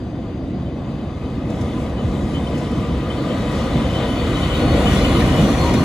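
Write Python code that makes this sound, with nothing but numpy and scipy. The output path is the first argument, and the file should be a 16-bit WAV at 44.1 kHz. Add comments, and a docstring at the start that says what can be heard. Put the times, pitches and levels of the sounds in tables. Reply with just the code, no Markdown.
"""A diesel train approaches over a steel bridge, heard from the side of a valley.
At first the engine throbs far off, the deck rumbles and the girders drone, with insects faint in the trees.
Rough wheels and rails roll, hiss and ring; after a second or so the deck thumps and rail joints clack.
From about two seconds gears whine. As the engine draws level the sound swells and brightens,
and the Doppler-raised pitch of wheels and gears falls."""
import sys
import numpy as np
from scipy import signal
from scipy.fft import rfft, irfft, next_fast_len
from scipy.io import wavfile
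from scipy.ndimage import uniform_filter1d, map_coordinates

SR = 44100
rng = np.random.default_rng(int(sys.argv[2]) if len(sys.argv) > 2 else 0)


def dump_mix(stems):
    """Bounce the given channels to the path in sys.argv[1] as a 16-bit WAV at rate SR."""
    frames = np.atleast_2d(stems).T  # one column per channel
    limited = np.clip(frames, -1, 1)  # hard clip at full scale
    pcm = np.round(limited * 32767).astype(np.int16)
    wavfile.write(sys.argv[1], SR, pcm)


N = 257544

# Noise spectra of the sources: frequency_hz, relative_density_db
DECK_SPECTRUM = [(50, -49), (80, -9.5), (103, -4), (134, -1), (168, -3.5), (232, -2.5), (336, -7),
                 (400, -15), (520, -27.5), (880, -120)]
GIRDER_SPECTRUM = [(240, -38), (400, -9), (481, 0), (531, -1.5), (716, -6.5), (800, -9), (915, -14.5),
                   (1000, -12), (1230, -14.5), (1320, -21.5), (1400, -23), (1820, -25), (3080, -120)]
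ENGINE_SPECTRUM = [(15, -57), (30, -40), (40, -4.5), (48, -7.5), (66, 1.5), (85, 0.5), (110, -20),
                   (200, -81)]
ROLLING_SPECTRUM = [(900, -51), (1400, 3.5), (1650, -2.5), (2050, -1), (2330, -1), (2500, -2.5),
                    (2680, -2.5), (2900, 0), (3160, -1.5), (3450, -3), (3700, -2.5), (4050, -6), (4300, -4),
                    (4520, -8), (4700, -8), (5200, -31), (7000, -27.5)]
HISS_SPECTRUM = [(3500, -30), (5000, 0), (6500, -2), (8000, -3), (10000, -6.5), (12000, -10.5),
                 (14000, -16), (15100, -21)]
INSECT_SPECTRUM = [(4200, -29), (4580, 0), (4680, 5), (4850, 10), (4950, -12), (5300, -68)]
TREE_SPECTRUM = [(300, -2), (1000, -10), (2000, -4), (4000, -1), (5200, -10), (6200, 3), (8000, -25),
                 (11000, -30), (11800, -55), (15000, -70)]
# Levels as the engine runs onto nearer spans: time_s, deck_db, girder_db, hiss_db, engine_db
APPROACH_LEVELS = [(0, -28, -37.5, -63.5, -34.5), (.5, -25, -37.5, -64.5, -32), (1, -26, -35.5, -60.5, -32),
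                   (1.41, -26, -34.5, -58, -28.5), (1.52, -21.5, -31.5, -51, -31),
                   (1.82, -22.5, -32.5, -49.5, -28.5), (1.96, -24.5, -32, -56.5, -28),
                   (2.12, -20, -31, -49.5, -25.5), (2.5, -22.5, -31, -48, -31), (3.05, -23, -31, -50, -29),
                   (3.38, -20.5, -29.5, -46.5, -34), (3.72, -21, -28, -44, -21.5), (4, -21, -27, -46, -30),
                   (4.25, -20, -27, -43, -24.5), (4.58, -19, -27.5, -41.5, -21),
                   (4.7, -17, -24, -41.5, -21.5), (4.95, -16, -23.5, -37.5, -22),
                   (5.08, -16.5, -25, -40, -19.5), (5.4, -17, -23, -39, -21.5),
                   (5.84, -17, -25, -40.5, -22.5)]
# Resonances at rest: pitch_hz, width_hz, relative_level_db, flicker_db, start_s, end_s
GIRDER_MODES = [(480, 50, -9.5, 1, .75, 4.12), (478, 40, -10, 1.5, 4.75, 5.52), (700, 90, -9, 1, 0, .7),
                (620, 70, -12, 1.5, 4.6, 6), (745, 140, -9, 1, 4.6, 6)]
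WHEEL_MODES = [(945, 50, -8.5, 1.5, .75, 2.1), (945, 60, -12, 1.5, 2.15, 4.3),
               (2040, 280, -11, 1, 1.52, 1.85), (2860, 200, -14.5, 2, 3.9, 5.45),
               (2885, 90, -12, 1.5, 0, 2.2), (2900, 60, -10.5, 1.5, 2.3, 4.7),
               (2895, 60, -11, 1.5, 4.87, 5.45), (2890, 90, -11, 2, 5.64, 6),
               (4190, 60, -17.5, 2, 3.1, 3.65), (4170, 110, -21, 2, 4.1, 6),
               (3955, 50, -15, 1.5, 4.98, 5.28), (5815, 70, -22, 2, 5.42, 5.8),
               (9020, 60, -27, 3, 1.66, 1.78), (1145, 150, -4.5, 1.5, 1, 3.8),
               (1160, 260, -5.5, 1.5, 3.95, 6), (975, 170, -6, 1.5, 4.4, 6), (1840, 150, -10, 1.5, 0, 6),
               (1985, 170, -11.5, 1.5, 0, 6), (2000, 40, -15, 1.5, .75, 1.4),
               (2410, 110, -13, 1.5, .7, 1.5), (2385, 190, -13, 1, 0, 6), (2170, 200, -14, 1, 4.4, 6),
               (3210, 120, -14, 1.5, 0, 4.95), (3400, 90, -14, 1.5, 0, 3.4),
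               (3380, 100, -13, 1.5, 3.45, 5.2), (3310, 260, -12.5, 1, 5, 6), (3670, 60, -16, 1.5, 0, 4.9),
               (3665, 90, -18, 1.5, 5, 6), (3660, 30, -17, 1.5, 3.3, 3.75), (3665, 30, -15, 1.5, 4.3, 4.75)]
# Blows on the deck: start_s, level_db, pitch_hz
DECK_BLOWS = [(1.371, -12.5, 271), (1.608, -7, 103), (2.042, -6, 105), (2.709, -8, 234), (3.753, -1.5, 137),
              (4.702, -8, 82.6), (4.76, -3.5, 205), (4.845, -8, 184), (4.921, -9, 62), (5.11, -5, 137),
              (5.346, -6, 137), (5.391, 2, 157), (5.43, -2, 206), (5.52, -15, 209), (5.599, -5.5, 129)]
# Brief surges of a wheel mode: peak_s, heard_pitch_hz, peak_db, length_s
WHEEL_FLARES = [(0.667, 3080, -48, 0.05), (1.771, 1004, -33, 0.042), (1.988, 3010, -38, 0.04),
                (2.356, 3060, -32, 0.043), (2.473, 3100, -30, 0.0088), (2.552, 3000, -39, .03),
                (2.84, 1187, -33, 0.047), (3.06, 1226, -34.5, 0.078), (3.107, 3060, -28.5, 0.016),
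                (3.245, 1225, -30, 0.018), (3.308, 3120, -35.5, 0.046), (3.35, 1180, -37, .06),
                (3.41, 3800, -43, 0.045), (3.841, 3070, -36, 0.049), (3.957, 3070, -28, 0.043),
                (4.182, 3005, -35, 0.036), (4.195, 4390, -37, 0.041), (4.36, 3090, -30, 0.034),
                (4.435, 3020, -28, 0.046), (4.444, 4370, -39, 0.036), (4.526, 3080, -28.5, 0.09),
                (4.619, 4330, -37, .06), (4.7, 4340, -36.5, 0.08), (4.872, 3020, -22.5, 0.035),
                (4.97, 3490, -30.5, 0.052), (5.051, 3000, -21.5, 0.031), (5.165, 2995, -31, 0.04),
                (5.23, 2975, -38, 0.045), (5.22, 1830, -29, 0.029), (5.43, 5935, -45, 0.032),
                (5.49, 1150, -22, 0.015), (5.582, 5935, -40, 0.042), (5.614, 4265, -32.5, 0.086),
                (5.672, 5950, -43, 0.066), (5.778, 4230, -37, 0.056), (5.619, 1044, -25.5, 0.056),
                (5.665, 955, -24.5, 0.11)]
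# Tones of traction gears and a singing wheel, at rest: pitch_hz, relative_level_db, start_s, end_s
WHINE_TONES = [(944, -8, 2.15, 2.4), (944, -3, 2.48, 3.4), (942, -6, 3.45, 4.2), (1410, -12, 3.8, 4.2),
               (1403, -10, 4.4, 5.2), (1400, -10, 5.66, 5.74), (2900, -16, 3.8, 4.6),
               (2900, -13, 4.87, 5.3)]
# Wheel impacts at rail joints: start_s, clack_db, knock_db
JOINT_IMPACTS = [(1.499, -45, -54), (1.6097, -40, -42), (2.3344, -46, -47), (2.5775, -40.5, -49),
                 (2.7134, -45, -50), (5.2015, -37, -26), (5.4094, -40, -36), (5.7364, -32, -26)]
# Response of two microphone ports (side relative to mid, phase lead of the right port):
# frequency_hz, far_side_db, near_side_db, far_lead_rad, near_lead_rad, left_over_right_db
PORT_RESPONSE = [(30, -27, -27, 0, 0, .4), (100, -27, -27, -.1, -.1, 0), (280, -21, -21, -.2, -.2, -1),
                 (550, -16, -16, 0, 0, 3), (900, -10, -8, .1, .4, 3.5), (1200, -14, -12, .2, .5, 2.5),
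                 (1600, -11, -8.5, .3, .6, 3.5), (1950, -7.5, -7.5, 0, .8, 5),
                 (2500, -5.5, -1.3, -1.2, 0, 7), (3100, -9.5, -4, -1, -1.5, 2.5), (3800, -8, -5, -.4, 0, 3),
                 (4600, -5, -2.7, -.3, 1, 1.5), (5200, -1.3, -2.7, -.8, 2.5, 0),
                 (5900, -1.8, -2.7, -.9, 1, -4.5), (6300, -7.5, -3.5, -.4, -.8, -2.5),
                 (7300, -6, -2, 0, .5, 0), (8000, -5, -5, 1.2, 2, 1), (8600, -18, -16, 3.1, 3.1, 0),
                 (9300, -6.5, -6.5, 4.5, 4.5, 0), (10200, -14, -14, 6.3, 6.3, 0),
                 (14800, -14, -14, 15.7, 15.7, 0)]

TRAIN_M_PER_S, SOUND_M_PER_S, TRACK_DISTANCE_M = 20, 343, 30
ENGINE_ABREAST_S, WHEELS_NEAREST_S = 6.1, 5.2
ENGINE_BEAT_HZ, BAND_LIMIT_HZ = 45.6, 15095
TIME_S = np.arange(N) / SR


def bridge():
    """Forced vibration: wheel roughness shakes the deck and excites the girders' resonances."""
    deck_db, girder_db, _, _ = approach_levels()
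    girders = noise(GIRDER_SPECTRUM, patchy_db=1.5)
    girders += resonances(GIRDER_MODES, 2 * np.pi * TIME_S, flicker_hz=7.4)
    deck = amp(deck_db + 0.78 * wobble(9)) * noise(DECK_SPECTRUM, patchy_db=0.5)
    return deck + amp(girder_db + 0.4 * wobble(16)) * girders


def engine():
    """Low-frequency radiation: the diesel throbs, and its lowest beat carries best from close by."""
    *_, engine_db = approach_levels()
    throb = amp(engine_db) * noise(ENGINE_SPECTRUM, patchy_db=-1.0)
    beat_db = engine_db - 14.5 + 9 * during(3.4, 6) + 2.5 * wobble(2.9)
    throb[0] += amp(beat_db) * np.sin(ENGINE_BEAT_HZ * doppler_phase() + 0.49 * wobble(4.7))
    return throb


def deck_thumps():
    """Damped oscillation: each blow on the deck rings at one low pitch and dies away."""
    out = np.zeros((2, N))
    t = np.arange(SR // 10) / SR
    for start_s, level_db, hz in DECK_BLOWS:
        envelope = impact(t, level_db, rise_s=0.0088, t60_s=0.092)
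        out[0, round(start_s * SR):][:len(t)] += envelope * np.sin(2 * np.pi * hz * t)
    return out


def rolling():
    """Roughness excitation: broad noise and hiss pulse together as axles pass over rough rail."""
    _, _, hiss_db, _ = approach_levels()
    axles_db = .6 * wobble(14) + .6 * wobble(7)
    roll = amp(rolling_db() - 2 + axles_db) * noise(ROLLING_SPECTRUM, patchy_db=1.6)
    return roll + amp(hiss_db + axles_db) * noise(HISS_SPECTRUM, patchy_db=1.7)


def wheel_ringing():
    """Resonance: each wheel mode radiates a narrow, Doppler-shifted band of noise."""
    return resonances(WHEEL_MODES, doppler_phase(), flicker_hz=15) * amp(rolling_db())


def gear_whine():
    """Tonal radiation: gears and a singing wheel give Doppler-shifted, slightly unsteady tones."""
    phase_per_hz = doppler_phase()
    whine = np.zeros(N)
    for hz, level_db, start_s, end_s in WHINE_TONES:
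        gain = amp(level_db + 1.2 * wobble(17)) * during(start_s, end_s)
        whine += gain * np.sin(hz * phase_per_hz + .5 * wobble(18))
    return whine * amp(rolling_db())


def wheel_flares():
    """Transient resonance: a rough patch of rail makes one mode swell fast and fade more slowly."""
    out = np.zeros((2, N + SR))
    t = np.arange(-SR // 4, SR // 4) / SR
    length_share = np.where(t < 0, 0.37, 0.72)  # rise, fall
    quadrature = np.array([[0], [np.pi / 2]])
    for peak_s, hz, peak_db, length_s in WHEEL_FLARES:
        swell = amp(peak_db) * np.exp(-(t / (length_share * max(length_s, .01))) ** 2)
        wander = .05 * np.cumsum(rng.standard_normal(len(t)))
        tone = np.sin(2 * np.pi * hz * t + wander + quadrature)
        out[:, round(peak_s * SR) - SR // 4:][:, :len(t)] += swell * tone
    return out[:, :N]


def rail_joints():
    """Impact noise: a wheel crossing a joint gives a bright clack and a duller, longer knock."""
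    t = np.arange(SR // 10) / SR
    clack, knock = np.zeros((2, N + SR))
    for start_s, clack_db, knock_db in JOINT_IMPACTS:
        clack[round(start_s * SR):][:len(t)] += impact(t, clack_db, rise_s=0.0018, t60_s=0.087)
        knock[round(start_s * SR):][:len(t)] += impact(t, knock_db, rise_s=0.0035, t60_s=0.13)
    clacks = clack[:N] * noise(HISS_SPECTRUM, patchy_db=1)
    return clacks + knock[:N] * noise(ROLLING_SPECTRUM, patchy_db=1.5)


def valley():
    """Ambient noise: insects chirr in a narrow band over the broad rustle of air in the trees."""
    insects = amp(-61 + 1.5 * wobble(2.8)) * noise(INSECT_SPECTRUM, patchy_db=-1.5)
    return insects + amp(-63) * noise(TREE_SPECTRUM, patchy_db=3)


def approach_levels():
    """Linear interpolation: deck, girder, hiss and engine levels in dB at every sample."""
    times_s, *columns = np.transpose(APPROACH_LEVELS)
    return [np.interp(TIME_S, times_s, level_db) for level_db in columns]


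def rolling_db():
    """Geometric spreading: the rolling level grows with nearness and shares the hiss's changes."""
    _, _, hiss_db, _ = approach_levels()
    distance_m = np.hypot(TRAIN_M_PER_S * (WHEELS_NEAREST_S - TIME_S), TRACK_DISTANCE_M)
    spreading_db = -20 * np.log10(distance_m)
    return -39 + 1.17 * (spreading_db - spreading_db.mean()) + 0.35 * (hiss_db - hiss_db.mean())


def doppler_phase():
    """Doppler effect: phase per Hz of a tone on the train, raised in pitch while it approaches."""
    ahead_m = TRAIN_M_PER_S * (ENGINE_ABREAST_S - TIME_S)
    closing_mach = TRAIN_M_PER_S / SOUND_M_PER_S * ahead_m / np.hypot(ahead_m, TRACK_DISTANCE_M)
    return 2 * np.pi * np.cumsum(1 / (1 - closing_mach)) / SR


def resonances(modes, phase_per_hz, flicker_hz):
    """Random modulation: each mode's tone widens into two independent, flickering narrow noises."""
    out = np.zeros((2, N))
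    for hz, width_hz, level_db, flicker_db, start_s, end_s in modes:
        gate = during(start_s, end_s)
        heard = np.flatnonzero(gate)
        n, phase = len(heard), hz * phase_per_hz[heard]
        gain = amp(level_db + flicker_db * wobble(flicker_hz, n)) * gate[heard]
        for channel in out:
            band = wobble(width_hz, n) * np.cos(phase) + wobble(width_hz, n) * np.sin(phase)
            channel[heard] += gain * band
    return out


def noise(spectrum, patchy_db):
    """Spectral shaping: two noises of rms 1 share patches of random gain in time and frequency."""
    white = signal.stft(rng.standard_normal((2, N)), nperseg=512)[2]
    patches = uniform_filter1d(rng.standard_normal(white.shape[1:]), size=6, axis=0)
    patches = uniform_filter1d(patches, size=12, axis=1)
    pair = signal.istft(white * amp(patchy_db * unit(patches)), nperseg=512)[1][:, :N]
    knots_hz, density_db = np.transpose(spectrum)
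    return unit(filtered(pair, lambda hz: amp(np.interp(np.log1p(hz), np.log1p(knots_hz), density_db))))


def impact(t, level_db, rise_s, t60_s):
    """Exponential damping: a quick rise and a fall of 60 dB in t60_s."""
    return amp(level_db - 60 * t / t60_s) * (1 - np.exp(-t / rise_s))


def during(start_s, end_s):
    """Gating: 1 between two times, with 60 ms fades outside them."""
    return np.clip(np.minimum(TIME_S - start_s, end_s - TIME_S) / .06 + 1, 0, 1)


def wobble(rate_hz, size=N):
    """Spline interpolation: a smooth curve through rate_hz random values a second."""
    positions = np.arange(size // 16 + 2) * 16 * min(rate_hz, 300) / SR
    coarse = map_coordinates(rng.standard_normal(2000), [positions])
    return np.interp(np.arange(size) / 16, np.arange(len(coarse)), coarse)


def filtered(x, response):
    """Linear filtering: the spectrum of x times a complex response of frequency."""
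    size = next_fast_len(N + 8192)
    return irfft(rfft(x, size) * response(np.fft.rfftfreq(size, 1 / SR)), size)[..., :N]


def amp(db):
    """Amplitude ratio of a level in dB."""
    return 10 ** (np.asarray(db) / 20)


def unit(x):
    """Normalisation to rms 1."""
    return x / np.sqrt(np.mean(np.abs(x) ** 2) + 1e-20)


def stereo(pair, knots_hz, side_db, lead_rad, balance_db):
    """Partial coherence: a shared and an unshared signal reach two ports, differing in level and phase."""
    angle = lambda hz: np.arctan(amp(np.interp(hz, knots_hz, side_db)))
    mid, side = filtered(pair, lambda hz: np.array([np.cos(angle(hz)), np.sin(angle(hz))]))
    gain = lambda hz: amp(np.interp(hz, knots_hz, balance_db) / 2)
    left = lambda hz: gain(hz) * np.exp(-1j * np.interp(hz, knots_hz, lead_rad) / 2)
    return filtered(np.array([mid + side, mid - side]), lambda hz: np.array([left(hz), 1 / left(hz)]))


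def scene():
    """Superposition: the sources add; as the train nears, the image widens and the top treble brightens."""
    pair = bridge() + engine() + deck_thumps() + rolling() + wheel_ringing()
    pair += gear_whine() + wheel_flares() + rail_joints() + valley()
    knots_hz, far_side_db, near_side_db, far_lead, near_lead, balance_db = np.transpose(PORT_RESPONSE)
    dulled = filtered(pair, lambda hz: amp(-5 * (hz / 15000) ** 2))
    far = stereo(dulled, knots_hz, far_side_db, far_lead, balance_db)
    near = stereo(pair, knots_hz, near_side_db, near_lead, balance_db)
    nearness = np.clip((TIME_S - 4) / 0.91, 0, 1)
    return (1 - nearness) * far + nearness * near


def record(dry):
    """Saturation and band limiting: a soft limiter rounds the loudest peaks; the top treble is cut."""
    rounded = dry / (1 + np.abs(dry / .85) ** 5) ** (1 / 5)
    return filtered(rounded, lambda hz: hz < BAND_LIMIT_HZ)


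dry = scene()
out = record(dry)
dump_mix(out)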